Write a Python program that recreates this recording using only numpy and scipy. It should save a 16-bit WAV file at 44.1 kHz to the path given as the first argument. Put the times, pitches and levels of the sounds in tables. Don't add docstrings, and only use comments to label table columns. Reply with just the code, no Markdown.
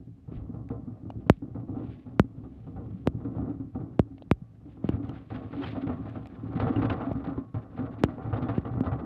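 import sys
import numpy as np
from scipy import signal
from scipy.fft import rfft, irfft, next_fast_len
from scipy.io import wavfile
from scipy.ndimage import map_coordinates

SR = 44100
rng = np.random.default_rng(int(sys.argv[2]) if len(sys.argv) > 2 else 0)


def generate_wav(sig):
    pcm = np.round(np.clip(np.atleast_2d(sig).T, -1, 1) * 32767).astype(np.int16)
    wavfile.write(sys.argv[1], SR, pcm)


N = 399105


def amp(db):
    return 10 ** (np.asarray(db) / 20)


def unit(x):
    return x / np.sqrt(np.mean(x ** 2) + 1e-20)


def along(points, hz):
    point_hz, value = np.transpose(points)
    return np.interp(np.log(hz + 1), np.log(point_hz + 1), value)


def wobble(rate):
    knots = rng.standard_normal(int(N * rate / SR) + 4)
    return map_coordinates(knots, [np.arange(N) * rate / SR])


def causal(gain):
    cepstrum = irfft(np.log(np.maximum(gain, 1e-6)))
    half = len(cepstrum) // 2
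    cepstrum[1:half] *= 2
    cepstrum[half + 1:] = 0
    return np.exp(rfft(cepstrum))


def ring(bed, modes, size=16384):
    hz = np.fft.rfftfreq(size, 1 / SR)
    power = amp(along(bed, hz)) ** 2
    for centre_hz, width_hz, db in modes:
        peak = amp(db) / (1 + ((hz - centre_hz) / width_hz) ** 2)
        power = power + peak ** 2
    response = irfft(causal(np.sqrt(power)))
    return response / np.linalg.norm(response)


def through(drive, response):
    return signal.fftconvolve(drive, response)[:N]


def contacts(rate, spread_db):
    struck = rng.random(N) < rate / SR
    sizes = amp(spread_db * np.clip(rng.standard_normal(N), -2, 2))
    return unit(struck * sizes * rng.choice([-1, 1], N))


# start_s, drumming_db, rattle_db, crunch_db, settling_s (time to fall 60 dB)
JOLTS = [(0.002, -29, -61, -84, 0.12), (0.071, -27.5, -71, -90, 0.072), (0.276, -33.5, -51, -88, 0.24),
         (0.314, -22.5, -47.5, -70, 0.24), (0.362, -31, -53.5, -77, 0.98), (0.49, -24.5, -59, -84, 0.14),
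         (0.54, -23.5, -44.5, -73, 0.27), (0.702, -23, -38, -65, 0.4), (0.871, -26, -51.5, -81, 0.35),
         (1.05, -28, -54, -86, 0.17), (1.154, -25.5, -71, -91, 0.42), (1.264, -27, -45.5, -71, 0.045),
         (1.421, -23, -49.5, -81.5, 0.43), (1.547, -22, -41, -68, 0.27), (1.682, -26.5, -49.5, -82.5, 0.74),
         (1.595, -28.5, -53.5, -70, 0.16), (1.764, -36, -45.5, -70, 0.52), (2.056, -35, -54, -80, 0.84),
         (2.241, -30, -59, -78, 0.13), (2.376, -27.5, -54.5, -87, 0.24), (2.437, -23, -47.5, -71, 0.24),
         (2.667, -28, -48.5, -71, 0.17), (2.761, -23, -42, -73, 0.4), (2.907, -29, -53, -85, 0.19),
         (3.056, -20.5, -46, -76, 0.18), (3.145, -23.5, -66, -90, 0.2), (3.203, -27, -49, -76, 0.36),
         (3.246, -23.5, -41.5, -65.5, 0.23), (3.274, -21, -56, -74, 0.2), (3.381, -22.5, -38, -67.5, 0.22),
         (3.408, -25.5, -46.5, -71, 0.21), (3.454, -29, -45, -75, 0.28), (3.495, -32, -40, -70, 0.17),
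         (3.599, -24, -53.5, -74.5, 0.18), (3.748, -25, -39, -66.5, 0.26), (3.799, -21.5, -46, -68.5, 0.22),
         (4.417, -28, -65, -98.5, 0.059), (4.655, -30.5, -56, -72, 0.13), (4.77, -36, -53, -78, 0.15),
         (4.841, -30, -48, -56.5, 0.25), (4.899, -26, -45.5, -60, 0.37), (4.936, -17, -41, -60, 0.16),
         (5.088, -25, -43.5, -71, 0.57), (5.302, -27, -41, -52, 0.47), (5.343, -24, -43.5, -55, 0.46),
         (5.529, -27, -38.5, -56, 0.18), (5.584, -36, -42, -64, 0.55), (5.62, -28, -37, -46, 0.33),
         (5.748, -25, -42, -63, 0.1), (5.764, -27, -38, -62, 0.12), (5.868, -16.5, -38.5, -53, 0.13),
         (5.891, -25, -35.5, -56, 0.34), (6.054, -30, -42.5, -61.5, 0.31), (6.149, -26, -41.5, -61, 0.26),
         (6.434, -29, -64, -74, 0.43), (6.553, -16.5, -36, -53.5, 0.19), (6.596, -18.5, -29.5, -46.5, 0.58),
         (6.665, -19.5, -32.5, -53, 0.23), (6.759, -16.5, -38.5, -57, 0.88), (6.819, -22, -35, -52.5, 0.92),
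         (6.898, -29.5, -31.5, -40.5, 0.46), (7.002, -29.5, -37, -55, 0.66),
         (7.152, -25.5, -49.5, -61.5, 0.47), (7.241, -23, -40.5, -52, 0.29), (7.271, -20.5, -41, -57, 0.58),
         (7.376, -14.5, -42, -62, 0.12), (7.542, -22, -41, -54, 0.34), (7.772, -29, -42, -59.5, 0.44),
         (7.789, -20.5, -39.5, -58, 0.6), (8.085, -27, -41.5, -62, 0.25), (8.177, -45, -41, -70, 0.24),
         (8.244, -22, -42.5, -61, 0.64), (8.328, -21.5, -34, -52.5, 0.86), (8.42, -24.5, -40, -55.5, 0.52),
         (8.486, -22.5, -33, -49, 0.38), (8.651, -23.5, -40, -59.5, 0.46), (8.737, -21, -41, -77, 1),
         (8.834, -35, -41, -57, 0.27), (8.86, -29, -34.5, -55, 0.3), (8.915, -22, -36.5, -63, 0.49),
         (8.985, -28.5, -43, -79, 0.98)]
JOLT_HOLD_S = 0.0058


def force(rolling_db, jolt_db, linger, flutter_db):
    t = np.arange(SR // 2) / SR
    steady = amp(rolling_db + flutter_db * wobble(45))
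    settling_s = np.maximum(t - JOLT_HOLD_S, 0)
    jolt_power = np.zeros(N + SR)
    for (start_s, *_, t60), db in zip(JOLTS, jolt_db):
        burst_gain = amp(db - 60 * settling_s / (linger * t60))
        jolt_power[max(round(start_s * SR), 0):][:len(t)] += burst_gain ** 2
    return np.sqrt(steady ** 2 + jolt_power[:N])


# time_s, effort_db
EFFORT = [(0, -57.5), (0.22, -53), (0.45, -44), (1.2, -42), (1.37, -52.5), (1.82, -31.5), (2.0, -46),
          (2.15, -42), (2.32, -46.5), (2.48, -44.5), (2.62, -47), (2.85, -38.5), (3.05, -46.5), (3.42, -28),
          (3.68, -47.5), (3.9, -41), (4.04, -46), (4.18, -48.5), (4.37, -50), (4.48, -55), (4.58, -48.5),
          (4.8, -46), (5.04, -32), (5.26, -55), (5.42, -36.5), (5.9, -33), (6.2, -39), (6.3, -42),
          (6.42, -37), (6.7, -28), (7.12, -33.5), (7.4, -40), (7.51, -57), (7.6, -45), (7.73, -41),
          (7.86, -39), (8.0, -37), (8.2, -36), (8.45, -37), (9.04, -36.5)]
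# time_s, hardness (0 to 1, no unit)
GROUND = [(0, 0), (4.6, 0.4), (5.4, 0.75), (6.6, 0.99), (9, 1)]
STROLL_DB = -40.5


def pull():
    t = np.arange(N) / SR
    extra_db = np.interp(t, *np.transpose(EFFORT)) - STROLL_DB
    hardness = np.clip(np.interp(t, *np.transpose(GROUND)), 0, 1)
    return extra_db, hardness


# pitch_hz, width_hz, level_db
BODY = [(73.4, 10, -5), (112.4, 10, 8), (159.6, 44.3, -1)]
# frequency_hz, level_db
BODY_BED = [(15, -67), (30, -46.5), (45, -23.5), (65, -0.5), (120, -8), (200, -12), (400, -40),
            (1200, -82.5), (4000, -115)]
RUMBLE_GROWS, RUMBLE_GRAVEL_DB = 0.62, -4


def drumming(jolt_drum_db=-12, drum_db=-2.5):
    extra_db, hardness = pull()
    rumble_db = STROLL_DB + drum_db + RUMBLE_GRAVEL_DB * hardness + RUMBLE_GROWS * extra_db
    drop_db = np.transpose(JOLTS)[1] + jolt_drum_db
    strength = force(rumble_db, drop_db, linger=0.9, flutter_db=1.5)
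    lumps = contacts(rate=160, spread_db=2.0) * strength
    return through(lumps, ring(BODY_BED, BODY))


# pitch_hz, width_hz, level_db
PANELS = [(241.6, 18, 0.5), (272.4, 15, 4), (319, 7.3, 0), (376.3, 39, -11.5)]
# frequency_hz, level_db
PANEL_BED = [(60, -38.5), (180, -13), (280, -4.5), (400, -17.5), (600, -26.5), (1200, -72.5), (4000, -115)]


def flexing_panels(jolt_panel_db=-15, panel_db=-47, panel_grows=1.13):
    extra_db, _ = pull()
    drop_db = np.transpose(JOLTS)[1] + jolt_panel_db
    strength = force(panel_db + panel_grows * extra_db, drop_db, linger=1.0, flutter_db=2.0)
    flexes = contacts(rate=200, spread_db=2.5) * strength
    return through(flexes, ring(PANEL_BED, PANELS))


# pitch_hz, width_hz, level_db
WALLS = [(387, 30, 0), (467.7, 18, 7.5), (542, 25, 4), (620.7, 8.8, 7.5), (677.3, 12, 6.5), (766, 26, 6),
         (848, 20, 0.5), (930, 24, -8.5), (1040, 8.2, 2), (1102, 2.4, 5), (1144, 5.2, 2.5), (1212, 16, 1),
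         (1325, 15, -2), (1350, 3.7, -9.5), (1480, 53, -11.5), (1770, 44, -16), (1940, 15, -12.5)]
# frequency_hz, level_db
WALL_BED = [(200, -45), (380, -9), (520, -9), (800, -8), (1400, -7.5), (1650, -33), (2200, -29),
            (3500, -47), (7000, -82.5), (14000, -115)]
RATTLE_DB, RATTLE_GRAVEL_DB, RATTLE_GROWS = -59, 1.5, 1


def rattle(jolt_rattle_db=-1):
    extra_db, hardness = pull()
    rattle_db = RATTLE_DB + RATTLE_GRAVEL_DB * hardness + RATTLE_GROWS * extra_db
    shake_db = np.transpose(JOLTS)[2] + jolt_rattle_db
    sharp = contacts(rate=900, spread_db=4.0)
    soft = signal.lfilter(*signal.butter(1, 420, fs=SR), sharp)
    mixed = hardness * sharp + 1.47 * (1 - hardness) * soft
    stones = mixed * force(rattle_db, shake_db, linger=0.79, flutter_db=2.5)
    return through(stones, ring(WALL_BED, WALLS))


def pebbles(strength, rate=70, level_db=10, centre_hz=2300, spread_octaves=0.42, spread_db=4.0, cycles=13):
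    t = np.arange(SR // 60) / SR
    at = np.flatnonzero(rng.random(N) < rate / SR)
    pitch, size = np.clip(rng.standard_normal((N, 2))[at], -2, 2).T[:, :, None]
    hz = centre_hz * 2 ** (spread_octaves * pitch)
    gain = strength[at, None] * amp(level_db + spread_db * size) * centre_hz / hz
    envelope = amp(-60 * hz * t / cycles) * (1 - np.exp(-hz * t))
    ticks = gain * np.sin(2 * np.pi * hz * t) * envelope
    positions = at[:, None] + np.arange(len(t))
    return np.bincount(positions.ravel(), ticks.ravel(), N)[:N]


# pitch_hz, width_hz, level_db
WHEELS = [(2240, 46, -8.5), (2780, 43, -6.5), (2940, 23, -14.5), (3410, 8.2, -0.5), (3600, 36, -6.5)]
# frequency_hz, level_db
GRIT_BED = [(700, -33.5), (1500, 6.5), (2200, -1.5), (3100, -8.5), (3900, -11.5), (4700, -21), (5600, -32),
            (9000, -52.5), (16000, -58.5)]
CRUNCH_DB, CRUNCH_GRAVEL_DB, CRUNCH_GROWS = -90.5, 18.5, 0.89


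def crunch(jolt_crunch_db=-1, clump_db=4.0):
    extra_db, hardness = pull()
    crunch_db = CRUNCH_DB + CRUNCH_GRAVEL_DB * hardness + CRUNCH_GROWS * extra_db
    crush_db = np.transpose(JOLTS)[3] + jolt_crunch_db
    pressure = force(crunch_db, crush_db, linger=0.48, flutter_db=5.0)
    clumps = unit(amp(clump_db * hardness * wobble(70)))
    grit = clumps * contacts(rate=6000, spread_db=1.5) * pressure
    return pebbles(pressure) + through(grit, ring(GRIT_BED, WHEELS))


# frequency_hz, level_db
AIR = [(18, -46), (30, -16.5), (45, -4.5), (93, 1.5), (266, -22), (512, -26.5), (760, -25), (962, -40.5),
       (1250, -40), (1630, -36), (13700, -56.5), (16000, -82)]


def air(level_db=-60):
    return amp(level_db) * through(rng.standard_normal(N), ring(AIR, []))


def thuds(level_db=-11):
    pushes = np.zeros(N)
    for start_s, db, *_ in JOLTS:
        pushes[max(round(start_s * SR), 0)] = amp(db + level_db)
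    body = ring(BODY_BED, BODY)
    return through(pushes, body / np.abs(body).max())


# loudest_s, length_s, level_db (at the loudest moment, before flutter)
LEAVES = [(0.355, 0.058, -66.5), (1.21, 0.029, -76), (1.336, 0.073, -72.5), (1.917, 0.17, -66),
          (2.586, 0.36, -77.5), (2.962, 0.24, -78.5), (4.721, 0.051, -69), (4.88, 0.037, -65),
          (5.07, 0.066, -71), (5.16, 0.034, -63), (5.378, 0.25, -67), (5.674, 0.11, -50),
          (6.139, 0.2, -68.5), (6.427, 0.46, -79)]
# frequency_hz, level_db
LEAF_BED = [(700, -27), (1500, 4.5), (2500, 4.5), (3600, -0.5), (4700, -11.5), (5800, -28.5), (9000, -37.5),
            (16000, -43.5)]


def leaves(level_db=0, edge_db=8, flutter_db=2.0):
    t = np.arange(N) / SR
    swell = sum(amp(db - edge_db * np.abs(t - loudest_s) / (length_s / 2))
                for loudest_s, length_s, db in LEAVES)
    flutter = amp(level_db + flutter_db * wobble(90))
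    crackle = contacts(rate=2000, spread_db=1.0) * swell * flutter
    return through(crackle, ring(LEAF_BED, []))


# start_s, level_db (peak, before level_db below is added), pitch_hz (before it wavers)
BOOMS = [(0.36, -34, 50), (0.413, -33, 68), (0.536, -29.5, 271), (0.71, -33.5, 472), (0.717, -30, 112),
         (0.87, -33.5, 248.5), (1.42, -28, 271), (1.688, -29, 106.4), (1.769, -29, 252), (1.827, -36, 273),
         (2.057, -35.5, 255), (2.242, -31, 113.5), (2.429, -40, 268), (2.905, -45, 242),
         (2.935, -30.5, 190), (3.247, -33, 112), (3.25, -26, 269), (3.391, -27.5, 262), (3.47, -40, 105),
         (3.493, -25, 282), (3.6, -31.5, 265), (3.754, -26, 267), (3.765, -47, 476), (4.105, -39.5, 269),
         (4.655, -39.5, 293.5), (4.935, -28.5, 88.5), (5.0, -29.5, 282), (5.031, -33, 117),
         (5.345, -30.5, 263), (5.448, -33, 111), (5.589, -28.5, 276), (5.605, -35, 381),
         (5.832, -30.5, 296), (5.889, -22.5, 252), (5.898, -30, 94), (6.062, -30.5, 114),
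         (6.156, -35.5, 262), (6.558, -25.5, 248), (6.615, -25, 240.5), (6.625, -23.5, 112.4),
         (6.761, -22.5, 116), (6.774, -23, 281.4), (6.821, -33, 116), (6.903, -25.5, 85),
         (6.913, -38.5, 252), (7.015, -26.5, 252), (7.067, -25, 268), (7.154, -29, 265),
         (7.281, -31.5, 276), (7.363, -36, 115), (7.559, -26.5, 116), (7.791, -25.5, 263),
         (7.812, -42, 120), (8.002, -30.5, 255), (8.27, -26.5, 110.5), (8.327, -30, 107.5),
         (8.42, -30.5, 257), (8.427, -21, 112), (8.486, -26.5, 274), (8.496, -24.5, 112), (8.652, -29, 115),
         (8.709, -27, 120), (8.864, -22.5, 103.4), (8.869, -29.5, 271), (8.917, -22.5, 118),
         (8.922, -43, 246)]


def booms(level_db=-1.5, attack_s=0.0071, t60=0.14, waver=0.49):
    out = np.zeros(N + SR)
    t = np.arange(SR // 4) / SR
    swell = (1 - np.exp(-t / attack_s)) * amp(-60 * t / t60)
    swell = swell / swell.max()
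    drift = wobble(70)
    for start_s, db, hz in BOOMS:
        start = round(start_s * SR)
        phase = 2 * np.pi * hz * t + waver * np.roll(drift, -start)[:len(t)]
        out[start:][:len(t)] += amp(db + level_db) * swell * np.sin(phase)
    return out[:N]


def burst(t, hz, sharpness, t60):
    resonance = signal.iirpeak(np.clip(hz, 100, SR / 4), max(sharpness, 1), fs=SR)
    dying_noise = rng.standard_normal(len(t)) * amp(-60 * t / t60)
    noise = signal.lfilter(*resonance, dying_noise)
    return noise / np.abs(noise).max()


# start_s, level_db, pitch_hz, lid_ring_db (relative to the crack), lid_pitch_hz,
# click_db (relative to the crack)
SNAPS = [(0.6893, -48, 1900, -3, 520, -11.5), (1.1026, -44.5, 2550, 20.5, 720, -13),
         (1.275, -61, 2590, 8, 700, -12), (1.368, -60, 2910, 0, 650, -15),
         (4.1805, -53, 2280, 10.5, 650, -33), (4.2218, -46.5, 3750, 15.5, 560, -27),
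         (5.049, -57, 2800, 2, 650, -8), (5.0933, -44, 2900, 12, 650, -7), (5.3606, -41, 2300, 0, 650, -24),
         (6.097, -53, 3000, 5, 650, -10), (6.2575, -43.5, 2000, 11, 650, -20),
         (6.2707, -47.5, 2600, 8, 650, -3), (7.1159, -45, 1500, 26, 650, -37),
         (7.1304, -52, 2380, 1, 650, -6), (8.045, -38, 2300, 7, 650, -7)]


def snaps(t60=0.018, level_db=-1, dull_hz=4100, lid_db=-5, lid_t60=0.007, click_db=-1, click_t60=0.0076):
    out = np.zeros(N + SR)
    t = np.arange(SR // 10) / SR
    plastic = signal.butter(6, dull_hz, fs=SR, output="sos")
    for start_s, db, hz, ring_db, lid_hz, bright_db in SNAPS:
        crack = burst(t, hz, sharpness=3.6, t60=t60)
        tap = np.sin(2 * np.pi * lid_hz * t) * (1 - np.exp(-lid_hz * t)) * amp(-60 * t / lid_t60)
        lid = amp(ring_db + lid_db) * tap / np.abs(tap).max()
        click = amp(bright_db + click_db) * burst(t, 4900, sharpness=1.8, t60=click_t60)
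        snap = signal.sosfilt(plastic, crack + lid) + click
        out[round(start_s * SR):][:len(t)] += amp(db + level_db) * snap
    return out[:N]


# start_s, level_db (peak), hardness_db (treble, before crack_db below is added),
# lid_share (part reflected by the lid, no unit), low_hz, low_height_db, high_hz, high_height_db
KNOCKS = [(1.298, -3, -14.5, 0.024, 633, 2.5, 1740, 2), (2.196, -6, -15, 0.05, 195.6, 4.5, 1400, 5.5),
          (3.073, -11, -16.5, 0.019, 507, 3.5, 2980, 3.5), (3.994, -7, -21, 0.02, 646, 4, 3220, 5),
          (4.313, -9, -15.5, 0.27, 1250, 2, 2240, 4), (4.842, -17.5, -34, 0.064, 195, 8, 615, 7),
          (4.89, -13.5, -22, 0.1, 305, 6.5, 2850, 12), (7.112, -19, -43.5, 0.043, 210, 1, 650, 16.5),
          (8.037, -9, -14, 0.013, 400, 2.5, 5240, 4.5), (8.579, -14, -28.5, 0.29, 300, -1.5, 1390, -2),
          (8.807, -16.5, -22.5, 0.05, 253, 9.5, 2500, 1)]
# frequency_hz, level_db
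KNOCK_TONE = [(15, -60.5), (30, -48), (50, -8), (70, 0), (110, 2), (200, 2), (400, -3), (800, -10),
              (1600, -17.5), (3000, -23.5), (5000, -36.5), (8000, -43), (15000, -51.5)]
LID_ECHO_S = 0.00081
SPOT_OCTAVES = 0.17


def knocks(lag_cycles=.55, corner_hz=18, crack_db=11, size=8192):
    out = np.zeros(N + SR)
    hz = np.fft.rfftfreq(size, 1 / SR)
    dispersion = np.exp(-2j * np.pi * lag_cycles * np.log(1 + hz / corner_hz))
    treble = along([(350, 0.054), (2500, 1.6), (9000, 1.6)], hz)
    for start_s, db, hardness_db, share, low_hz, low_db, high_hz, high_db in KNOCKS:
        spot_db = 0.7 * map_coordinates(rng.standard_normal(size), [hz / 600])
        resonance_db = 0
        for spot_hz, height_db in ((low_hz, low_db), (high_hz, high_db)):
            octaves_away = np.log2((hz + 1) / spot_hz)
            resonance_db = resonance_db + height_db / (1 + (octaves_away / SPOT_OCTAVES) ** 2)
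        treble_db = treble * (hardness_db + crack_db + spot_db)
        colour = amp(along(KNOCK_TONE, hz) + resonance_db + treble_db)
        reflection = 1 + share * np.exp(-2j * np.pi * hz * LID_ECHO_S)
        chirp = irfft(causal(colour) * dispersion * reflection)[:size // 2]
        out[round(start_s * SR):][:len(chirp)] += amp(db) * chirp / np.abs(chirp).max()
    return out[:N]


# start_s, level_db (before the attack and decay), decay_s (time to fall 60 dB),
# pitch_hz (ring of the stones), ring_height_db
CRUSHES = [(4.89, -43, 0.043, 2900, -2), (4.919, -54, 0.16, 2300, 2), (4.947, -55, 0.07, 1500, 3),
           (5.151, -52, 0.21, 1400, 2), (5.526, -46.5, 0.078, 2100, 6), (5.632, -34, 0.087, 3100, 7.5),
           (5.868, -45, 0.07, 1900, 2.5), (5.889, -52, 0.31, 1900, 6), (6.155, -50.5, 0.11, 1700, 3),
           (6.598, -34.5, 0.059, 2850, 3), (6.667, -48.5, 0.2, 2660, 3), (6.756, -39.5, 0.079, 2800, 8),
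           (6.816, -37.5, 0.1, 2200, 6.5), (6.897, -24.5, 0.047, 2760, 7.5), (7.011, -46, 0.1, 2700, 3.5),
           (8.043, -34, 0.036, 2000, -2), (8.33, -42, 0.09, 2800, 2), (8.366, -51, 0.08, 3700, 3),
           (8.419, -51.5, 0.07, 2410, 1), (8.489, -46, 0.15, 1350, 0), (8.546, -43, 0.086, 2730, 5),
           (8.65, -50, 0.063, 2900, 6), (8.914, -45.5, 0.15, 1590, 4)]
# frequency_hz, level_db
CRUSH_BED = [(200, -24.5), (600, 5.5), (1500, 7.5), (2100, 0.5), (3300, -6), (4100, -17.5), (5200, -30.5),
             (7000, -46), (16000, -51.5)]


def crushes(level_db=0, attack_s=0.0031, width_hz=170):
    out = np.zeros(N + SR)
    t = np.arange(SR // 3) / SR
    grains = contacts(rate=5000, spread_db=4)
    for start_s, db, t60, hz, height_db in CRUSHES:
        start = round(start_s * SR)
        collapse = (1 - np.exp(-t / attack_s)) * amp(-60 * t / t60)
        drive = np.roll(grains, -start)[:len(t)] * collapse
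        stones = ring(CRUSH_BED, [(hz, width_hz, height_db)], size=2048)
        out[start:][:len(t)] += amp(db + level_db) * signal.fftconvolve(drive, stones)[:len(t)]
    return out[:N]


def scene():
    rolling = drumming() + flexing_panels() + rattle() + crunch()
    events = thuds() + leaves() + booms() + snaps() + knocks() + crushes()
    return (rolling + air() + events)[None]


TOP_HZ = 16850


def record(dry):
    size = next_fast_len(N + SR // 2)
    passed = np.clip((TOP_HZ - np.fft.rfftfreq(size, 1 / SR)) / 600, 0, 1)
    return irfft(rfft(dry, size) * passed, size)[:, :N]


dry = scene()
out = record(dry)
generate_wav(out)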